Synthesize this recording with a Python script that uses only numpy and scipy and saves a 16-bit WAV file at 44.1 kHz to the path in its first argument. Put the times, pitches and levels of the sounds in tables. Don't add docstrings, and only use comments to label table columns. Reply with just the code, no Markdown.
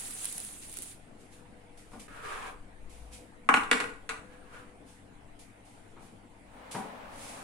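import sys
import numpy as np
from scipy import signal
from scipy.fft import rfft, irfft
from scipy.io import wavfile
from scipy.ndimage import uniform_filter1d

SR = 44100
rng = np.random.default_rng(int(sys.argv[2]) if len(sys.argv) > 2 else 0)


def to_wav(sig):
    pcm = np.clip(np.atleast_2d(sig), -1, 1) * 32767
    pcm = np.round(pcm).astype(np.int16)
    wavfile.write(sys.argv[1], SR, pcm.T)


N = 327663

# (time [s], level [dB], flatness [0 corner, 1 whole bar], treble [dB],
# ring length [factor], lasting ring [dB])
BLOWS = [(3.489, -8, 0.23, -5, 0.5, -9.5), (3.540, -12.5, 0.21, 4.5, 0.46, -6.5),
         (3.5453, -19, 0.16, 0, 0.38, -22), (3.564, -31.5, 0.34, 21, 0.26, -25),
         (3.571, -24, 0.11, 7.5, 0.68, -6.5), (3.634, -27.5, 0.5, 0, 0.51, -30),
         (3.713, -14, 0.81, 6, 0.91, -28), (3.7292, -19, 0.73, 3.5, 0.81, -18.5),
         (3.8013, -22.5, 0.89, 1, 0.57, -34), (3.807, -26, 0.85, 0.5, 0.95, -16),
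         (3.84, -28.5, 0.74, -3, 0.6, -12), (4.0913, -28, 1, 13, 0.33, -30),
         (4.096, -28, 0.49, 6, 0.51, -26), (4.107, -32, 0.66, -3, .8, -16)]
# (frequency [Hz], level [dB], t60 before damping [s])
RACK_MODES = [(200.5, -6, 0.18), (265, -3.5, 0.22), (296, -2, 0.16), (438, -6, 0.19), (451.5, 1.5, 0.26),
              (624, -14, 0.22), (797, 2.5, 0.088), (860, 0, 0.15), (1020, -3.5, 0.29), (1098, 0, 0.2),
              (1155, -1.5, 0.15), (1180, 0, 0.16), (1398, -6.5, 0.19), (1410, 2, 0.031), (1458, -3.5, 0.21),
              (1520, -11, 0.097), (1595, -7.5, 0.17), (1685, -9.5, 0.13), (1770, -11.5, .12),
              (1945, -1.5, 0.12), (2234, -0.5, 0.07), (2200, -3, 0.22), (2510, -4, 0.13), (2800, 0, 0.11),
              (3460, -8.5, 0.052), (3850, -10, 0.039), (4230, -16.5, 0.064), (5540, -29, 0.25)]
# (frequency [Hz], on a corner [dB], on a whole bar [dB])
LANDING_TONE = [(280, -2, -3), (550, -14.5, 3.5), (810, 5, -15), (1026, 5.5, -14.5), (1380, 4.5, 5.5),
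                (1950, -14, 5.5), (2420, 3.5, -3), (2750, -3, -3), (3440, -5, 1.5), (4600, -5, 8.5),
                (5550, 1.5, 7.5)]
# (frequency [Hz], level [dB])
CRACK_TONE = [(88, -46.5), (150, -18.5), (634, -5.5), (1230, 4), (2580, -4), (4450, -19.5), (5100, -26.5),
              (8310, -20.5), (10700, -24), (12500, -47), (15800, -52.5)]
# (time [s], level [dB], contact resonance [Hz])
DRAGS = [
    [(2.075, -52, 1280), (2.095, -56.5, 1300), (2.17, -49.5, 1330), (2.215, -52, 1380), (2.245, -44, 1200),
     (2.33, -41.5, 1160), (2.398, -45.5, 1090), (2.48, -44, 1010), (2.51, -50, 1050), (2.57, -80, 1104)],
    [(4.24, -74, 1600), (4.34, -57, 1710), (4.38, -66, 1600), (4.494, -62.5, 1010), (4.544, -51, 1520),
     (4.598, -55, 1380), (4.72, -72.5, 1100)],
]
# (frequency [Hz], level [dB])
SCRAPE_TONE = [(200, -37), (437, 3.5), (570, -6), (900, -4), (1300, 0), (1950, -6.5), (2350, -5),
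               (4300, -19.5), (7000, -40.5)]
# (time [s], level [dB])
PAPER_SLIDE = [(0, -39), (.15, -42.5), (.25, -38), (.32, -41.5), (.46, -43), (.6, -50), (.76, -49),
               (.92, -48.5), (.97, -64), (1.1, -99)]
# (frequency [Hz], level [dB])
PAPER_TONE = [(350, -54), (700, -13), (1400, -8), (3910, -6), (5360, -9), (9520, 5.5), (11000, 0.5),
              (11900, -11.5), (15800, -17)]
# (frequency [Hz], left-right likeness [0 to 1])
PAPER_LIKENESS = [(600, .6), (1500, .1), (4000, .1), (15000, 0)]
# (frequency [Hz], left over right [dB])
PAPER_BALANCE = [(60, 4.5), (240, 4.0), (950, 3.5), (3770, -2), (15000, -3)]
# (time [s], level [dB], t60 [s])
SNAPS = [(.108, -34, 0.017), (0.224, -44, .02), (0.2446, -29, 0.0092), (0.254, -23, 0.011),
         (0.325, -33, 0.025), (0.3787, -38, 0.017), (0.38, -26.5, .008), (.4015, -30.5, .007),
         (0.448, -34, 0.017), (0.696, -40, .006), (.7165, -40, .006), (.727, -37, 0.0065),
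         (0.732, -44, .04), (0.7397, -35, 0.0065), (0.7662, -39, 0.0096), (0.7703, -31, .025),
         (.787, -30, 0.0072), (0.8213, -30.5, 0.0094), (0.825, -38, 0.097)]
# (time [s], level [dB], t60 [s])
SCUFFS = [(1.771, -57.5, 0.37), (1.993, -49, 0.19), (2.893, -59.5, 1), (5.389, -54.5, 0.24),
          (5.648, -63.5, 1), (6.71, -43.5, 0.38)]
# (time [s], level [dB], t60 [s])
SWISHES = [(0.61, -49, 0.18), (.69, -52, 0.71), (1.172, -63.5, 0.39), (1.301, -59, 0.3),
           (1.879, -61.5, 0.56), (3.111, -50, 0.26), (4.85, -60.5, 0.43), (5.978, -63, 0.55),
           (7.08, -51, 1.67), (7.17, -55, 0.51), (7.271, -49.5, 0.21)]
# (frequency [Hz], level [dB])
HISS_TONE = [(880, -36.5), (1500, -19), (1700, -13), (2120, 2), (5510, -1.5), (9370, 3), (10500, 2),
             (14500, -26), (15800, -27)]
# (time [s], level [dB], rise [s], t60 [s])
KNOCKS = [(1.916, -48.5, 0.00087, 0.063), (1.932, -45, 0.0022, 0.18), (5.966, -51, 0.00092, 0.43),
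          (6.742, -31.5, 0.01, 0.18), (6.785, -41, 0.0047, 0.24)]
# (frequency [Hz], level [dB])
KNOCK_TONE = [(59, -28), (110, -11), (175, 4), (300, -6), (497, -1.5), (657, -9), (800, 1), (957, -3),
              (1060, -5.5), (5000, -30.5), (11000, -68)]
# (time [s], level [dB])
FAN_LEVEL = [(6.45, -65), (6.57, -52.5), (6.858, -46), (7.216, -48), (7.43, -47)]
# (frequency [Hz], level [dB])
FAN_TONE = [(59, -47), (100, -32.5), (219, -9), (254, -1.5), (325, -21.5), (489, -5), (854, -4.5),
            (1070, -7), (2280, -15.5), (5000, -31), (11000, -40.5)]
# (frequency [Hz], level [dB])
AIR_TONE = [(41, -27), (70, -33.5), (92, -4), (166, -9), (244, -3.5), (392, -13), (492, -8), (539, -16),
            (676, -8.5), (850, -12.5), (1100, -18.5), (2100, -19.5), (5700, -37.5), (9590, -28),
            (15800, -68)]
# (frequency [Hz], level [dB])
HUM = [(100.3, -66.5), (197, -71.5), (296, -69)]
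# (time [s], level [dB])
OVERTONE_LEVEL = [(0, -74), (1.05, -87), (1.25, -69), (1.7, -65), (2.1, -77), (3.95, -65), (4.3, -64.5),
                  (4.85, -70), (5.4, -83.5), (7.43, -74.5)]
# (middle [s], half length [s], rumble [dB], drone [dB])
SWELLS = [(2.343, 0.61, 9.5, 5), (3.027, 0.26, 9.5, 18.5), (4.007, 0.73, 7, 0), (5.303, 0.23, 5.5, -1),
          (5.956, 0.59, -3.5, -8.5)]
# (frequency [Hz], t60 [s])
ECHO_T60 = [(200, 0.44), (1000, 0.42), (4000, 0.23), (10000, 0.32)]
# (frequency [Hz], left-right likeness [1 = identical])
PORT_LIKENESS = [(60, 0.9), (180, 0.87), (550, 0.37), (1650, 0.022), (4970, 0.079), (15000, -0.12)]
# (frequency [Hz], left over right [dB])
PORT_BALANCE = [(60, 6), (180, 4), (550, 4), (1650, 1), (4970, -4), (15000, -2.5)]
# (frequency [Hz], left lead [rad])
PORT_LEAD = [(300, 0), (800, -.8), (1600, -3), (2400, 0)]

BAR_HZ, OVERTONE_HZ, DRONE_HZ = 1680, 495, 53
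AIR_DB, RUMBLE_DB, DRONE_DB = -56, -57.5, -68
DROPOUT_S, BAND_LIMIT_HZ = (2.076, 2.077), 15850


def rack_blows():
    out, t = np.zeros((2, N)), np.arange(SR // 4) / SR
    for s, db, flatness, treble_db, length, ring_db in BLOWS:
        shelf = [(1600, 0), (3200, treble_db)]
        shade = tilted([(hz, corner + flatness * (bar - corner)) for hz, corner, bar in LANDING_TONE],
                       shelf)
        crack = gain_of(-4.5) * burst(tilted(CRACK_TONE, shade), t60=0.039, rise=0.00045)
        knock = crack + rack_ring(shade, damping=3.54 / length)
        rattle = ticks(len(t), per_s=310, spread=1.5) * gain_of(-22 - 60 * t / 0.5)
        chatter = signal.fftconvolve(knock, rattle[None], axes=1)[:, :knock.shape[1]]
        ring = gain_of(ring_db) * rack_ring(shade, damping=1.46 / length)
        add(out, s, gain_of(db) * (knock + chatter + ring))
    return out


def rack_ring(shade, damping):
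    hz, db, t60 = np.transpose(RACK_MODES)[:, :, None]
    t = np.arange(SR // 2) / SR
    scatter, apart, grip = rng.uniform(-0.86, 1, (3, *hz.shape))
    hz = hz * (1 + 0.0073 * grip)
    phase = 2 * np.pi * hz * t + np.pi * np.arange(len(hz))[:, None] + 0.9 * scatter
    port_phase = 2.6 * apart * np.clip(hz / 1100, 0, 1) ** 2
    decay = gain_of(db + read(shade, hz) - 60 * t * damping / t60)
    swell = np.minimum(t * hz / 2.24, 1)
    ports = [gain_of(side * read(PORT_BALANCE, hz) / 2) * np.sin(phase + side * port_phase / 2)
             for side in (1, -1)]
    return (decay * swell * np.array(ports)).sum(1) / 2


def rack_drags():
    shared, *own = [ticks(N, per_s=5700, spread=0.6) for _ in range(3)]
    scrape = coloured(shared + 2.1 * np.array(own), SCRAPE_TONE)
    s, _, hz = np.vstack(DRAGS).T
    contact = unit_rms(resonate(scrape, np.interp(np.arange(N) / SR, s, hz), width_hz=120))
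    bar = unit_rms(resonate(scrape, np.full(N, BAR_HZ), width_hz=90))
    hiss = port_noise(HISS_TONE, patchy_db=1, size=256)
    layers = gain_of(-1.5) * scrape + gain_of(-7) * contact + gain_of(-14.5) * bar + gain_of(-11) * hiss
    return layers * sum(level(curve) for curve in DRAGS)


def baking_paper():
    clicks = ticks(N, per_s=750, spread=3.5)
    crinkle = burst(tilted(PAPER_TONE, [(3000, 2.2), (9000, -2.2)]), t60=0.0035, rise=0.0001)
    crinkles = signal.oaconvolve(clicks[None], crinkle[:, :900], axes=1)[:, :N]
    hiss = port_noise(PAPER_TONE, patchy_db=2, size=256, likeness=PAPER_LIKENESS, balance=PAPER_BALANCE)
    out = level(PAPER_SLIDE) * (hiss + gain_of(-12.5) * unit_rms(crinkles))
    thin = tilted(PAPER_TONE, [(2000, -7), (7000, -5), (13000, 2.5)])
    to_right = gain_of([[-2.1], [2.1]])
    for s, db, t60 in SNAPS:
        add(out, s, gain_of(db) * burst(thin, t60, rise=0.00071) * to_right)
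    return out


def soles_and_cloth():
    out = np.zeros((2, N))
    for s, db, t60 in SCUFFS:
        add(out, s, gain_of(db) * burst(HISS_TONE, t60, rise=0.0046))
    for s, db, t60 in SWISHES:
        add(out, s, gain_of(db) * burst(HISS_TONE, t60, rise=0.1 * t60))
    return out


def distant_knocks():
    out = np.zeros(N)
    for s, db, rise, t60 in KNOCKS:
        add(out, s, gain_of(db) * burst(KNOCK_TONE, t60, rise)[0])
    return out


def oven_fan():
    return level(FAN_LEVEL) * port_noise(FAN_TONE, patchy_db=0.5)


def room_tone():
    t = np.arange(N) / SR
    wavers_db = unit_rms(uniform_filter1d(rng.standard_normal((len(HUM), N)), size=5000, axis=1))
    hum = sum(np.sqrt(2) * gain_of(db + waver) * np.sin(2 * np.pi * (hz * t + rng.random()))
              for (hz, db), waver in zip(HUM, wavers_db))
    drift = unit_rms(uniform_filter1d(rng.standard_normal(N), size=6000))
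    hum += level(OVERTONE_LEVEL) * gain_of(3.3 * drift) * sine(OVERTONE_HZ + 4 * drift[::-1])
    rumble = port_noise([(4, -2.5), (10, 6), (35, -6), (45, -15), (150, -61.5)], patchy_db=2.5, size=8192)
    drone = gain_of(2.5 * drift[::-1] + [[2.2], [-2.2]]) * sine(DRONE_HZ + 2.47 * drift)
    air = gain_of(AIR_DB) * port_noise(AIR_TONE, patchy_db=2.5)
    swell_db = sum(np.outer(db, np.maximum(1 - abs(t - s) / half, 0)) for s, half, *db in SWELLS)
    house = gain_of(RUMBLE_DB + swell_db[0]) * rumble + gain_of(DRONE_DB + swell_db[1]) * drone
    return air + house + hum * gain_of([[2.1], [-2.1]])


def kitchen_echo(x):
    taps = np.zeros((2, SR))
    at = np.arange(130, SR - 20, 20) + rng.integers(0, 20, (2, (SR - 131) // 20))
    np.put_along_axis(taps, at, rng.choice([-1., 1.], at.shape), 1)
    hz, t, (left, other) = signal.stft(taps, SR, nperseg=256)
    alike = np.clip(read(PORT_LIKENESS, hz), 0, 1)[:, None]
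    side = gain_of(read(PORT_BALANCE, hz) / 2)[:, None]
    right = alike * left + np.sqrt(1 - alike ** 2) * other
    decay = gain_of(-60 * t / read(ECHO_T60, hz)[:, None])
    tail = signal.istft(np.array([left * side, right / side]) * decay, SR, nperseg=256)[1]
    return signal.fftconvolve(x[None], tail / np.linalg.norm(tail) * np.sqrt(2), axes=1)[:, :N]


def port_noise(tone, patchy_db, size=1024, likeness=PORT_LIKENESS, balance=PORT_BALANCE):
    frames, hz = 4 * N // size + 5, np.fft.rfftfreq(size, 1 / SR)
    a, b, c, d, patches = rng.standard_normal((frames, len(hz), 5)).T
    left, other = a + 1j * b, c + 1j * d
    patches = unit_rms(uniform_filter1d(uniform_filter1d(patches, size=9, axis=0), size=9, axis=1))
    alike = np.clip(read(likeness, hz), 0, 1)[:, None]
    right = alike * left * np.exp(-1j * read(PORT_LEAD, hz))[:, None] + np.sqrt(1 - alike ** 2) * other
    side = gain_of(read(balance, hz) / 2)[:, None]
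    colour = gain_of(read(tone, hz)[:, None] + patchy_db * patches)
    spectra = np.array([left * side, right / side]) * colour
    return unit_rms(signal.istft(spectra, nperseg=size, noverlap=3 * size // 4)[1][:, :N])


def burst(tone, t60, rise):
    t = np.arange(SR // 2) / SR
    shared, *own = rng.standard_normal((3, len(t)))
    shape = np.minimum(t / rise, 1) * gain_of(-60 * np.maximum(t - rise, 0) / t60)
    return coloured(0.32 * shared + np.array(own), tone) * shape


def ticks(count, per_s, spread):
    when, size, sign = rng.random((count, 3)).T
    return (when < per_s / SR) * gain_of(-spread * np.log(size + 0.00077)) * np.sign(sign - 0.5)


def resonate(x, hz, width_hz):
    turn = np.exp(2j * np.pi * np.cumsum(hz) / SR)
    pole = np.exp(-np.pi * width_hz / SR)
    return 2 * (turn * signal.lfilter([1 - pole], [1, -pole], x / turn)).real


def sine(hz):
    return np.sqrt(2) * np.sin(2 * np.pi * np.cumsum(hz) / SR)


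def coloured(x, tone):
    hz = np.fft.rfftfreq(x.shape[-1], 1 / SR)
    return unit_rms(irfft(rfft(x) * gain_of(read(tone, hz)), x.shape[-1]))


def tilted(tone, tilt):
    return [(hz, db + read(tilt, hz)) for hz, db in tone]


def read(points, hz):
    f, value = np.transpose(points)
    return np.interp(np.log(hz + 1), np.log(f + 1), value)


def level(curve):
    s, db = np.transpose(curve)[:2]
    return gain_of(np.interp(np.arange(N) / SR, s, db, -120, -120))


def add(mix, s, sound):
    part = mix[..., round(s * SR):][..., :sound.shape[-1]]
    part += sound[..., :part.shape[-1]]


def gain_of(db):
    return 10 ** (np.asarray(db) / 20)


def unit_rms(x):
    return x / np.sqrt(np.mean(x ** 2) + 1e-20)


def scene():
    rack, knocks, rustle = rack_blows() + rack_drags(), distant_knocks(), soles_and_cloth()
    direct = rack + knocks * gain_of([[-1.5], [-4.5]]) + baking_paper() + rustle
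    send = gain_of(-3.5) * rack[0] + gain_of(-2.5) * knocks + gain_of(-0.5) * rustle[1]
    return direct + kitchen_echo(send) + room_tone() + oven_fan()


def record(dry):
    t = np.arange(N) / SR
    start, end = DROPOUT_S
    gate = np.clip(np.maximum((start - t) / 0.0034, (t - end) / 0.0051), 0.07, 1)
    lowpass = signal.firwin(1023, BAND_LIMIT_HZ, window=("kaiser", 9), fs=SR)
    return signal.oaconvolve(dry * gate, lowpass[None], "same")


dry = scene()
out = record(dry)
to_wav(out)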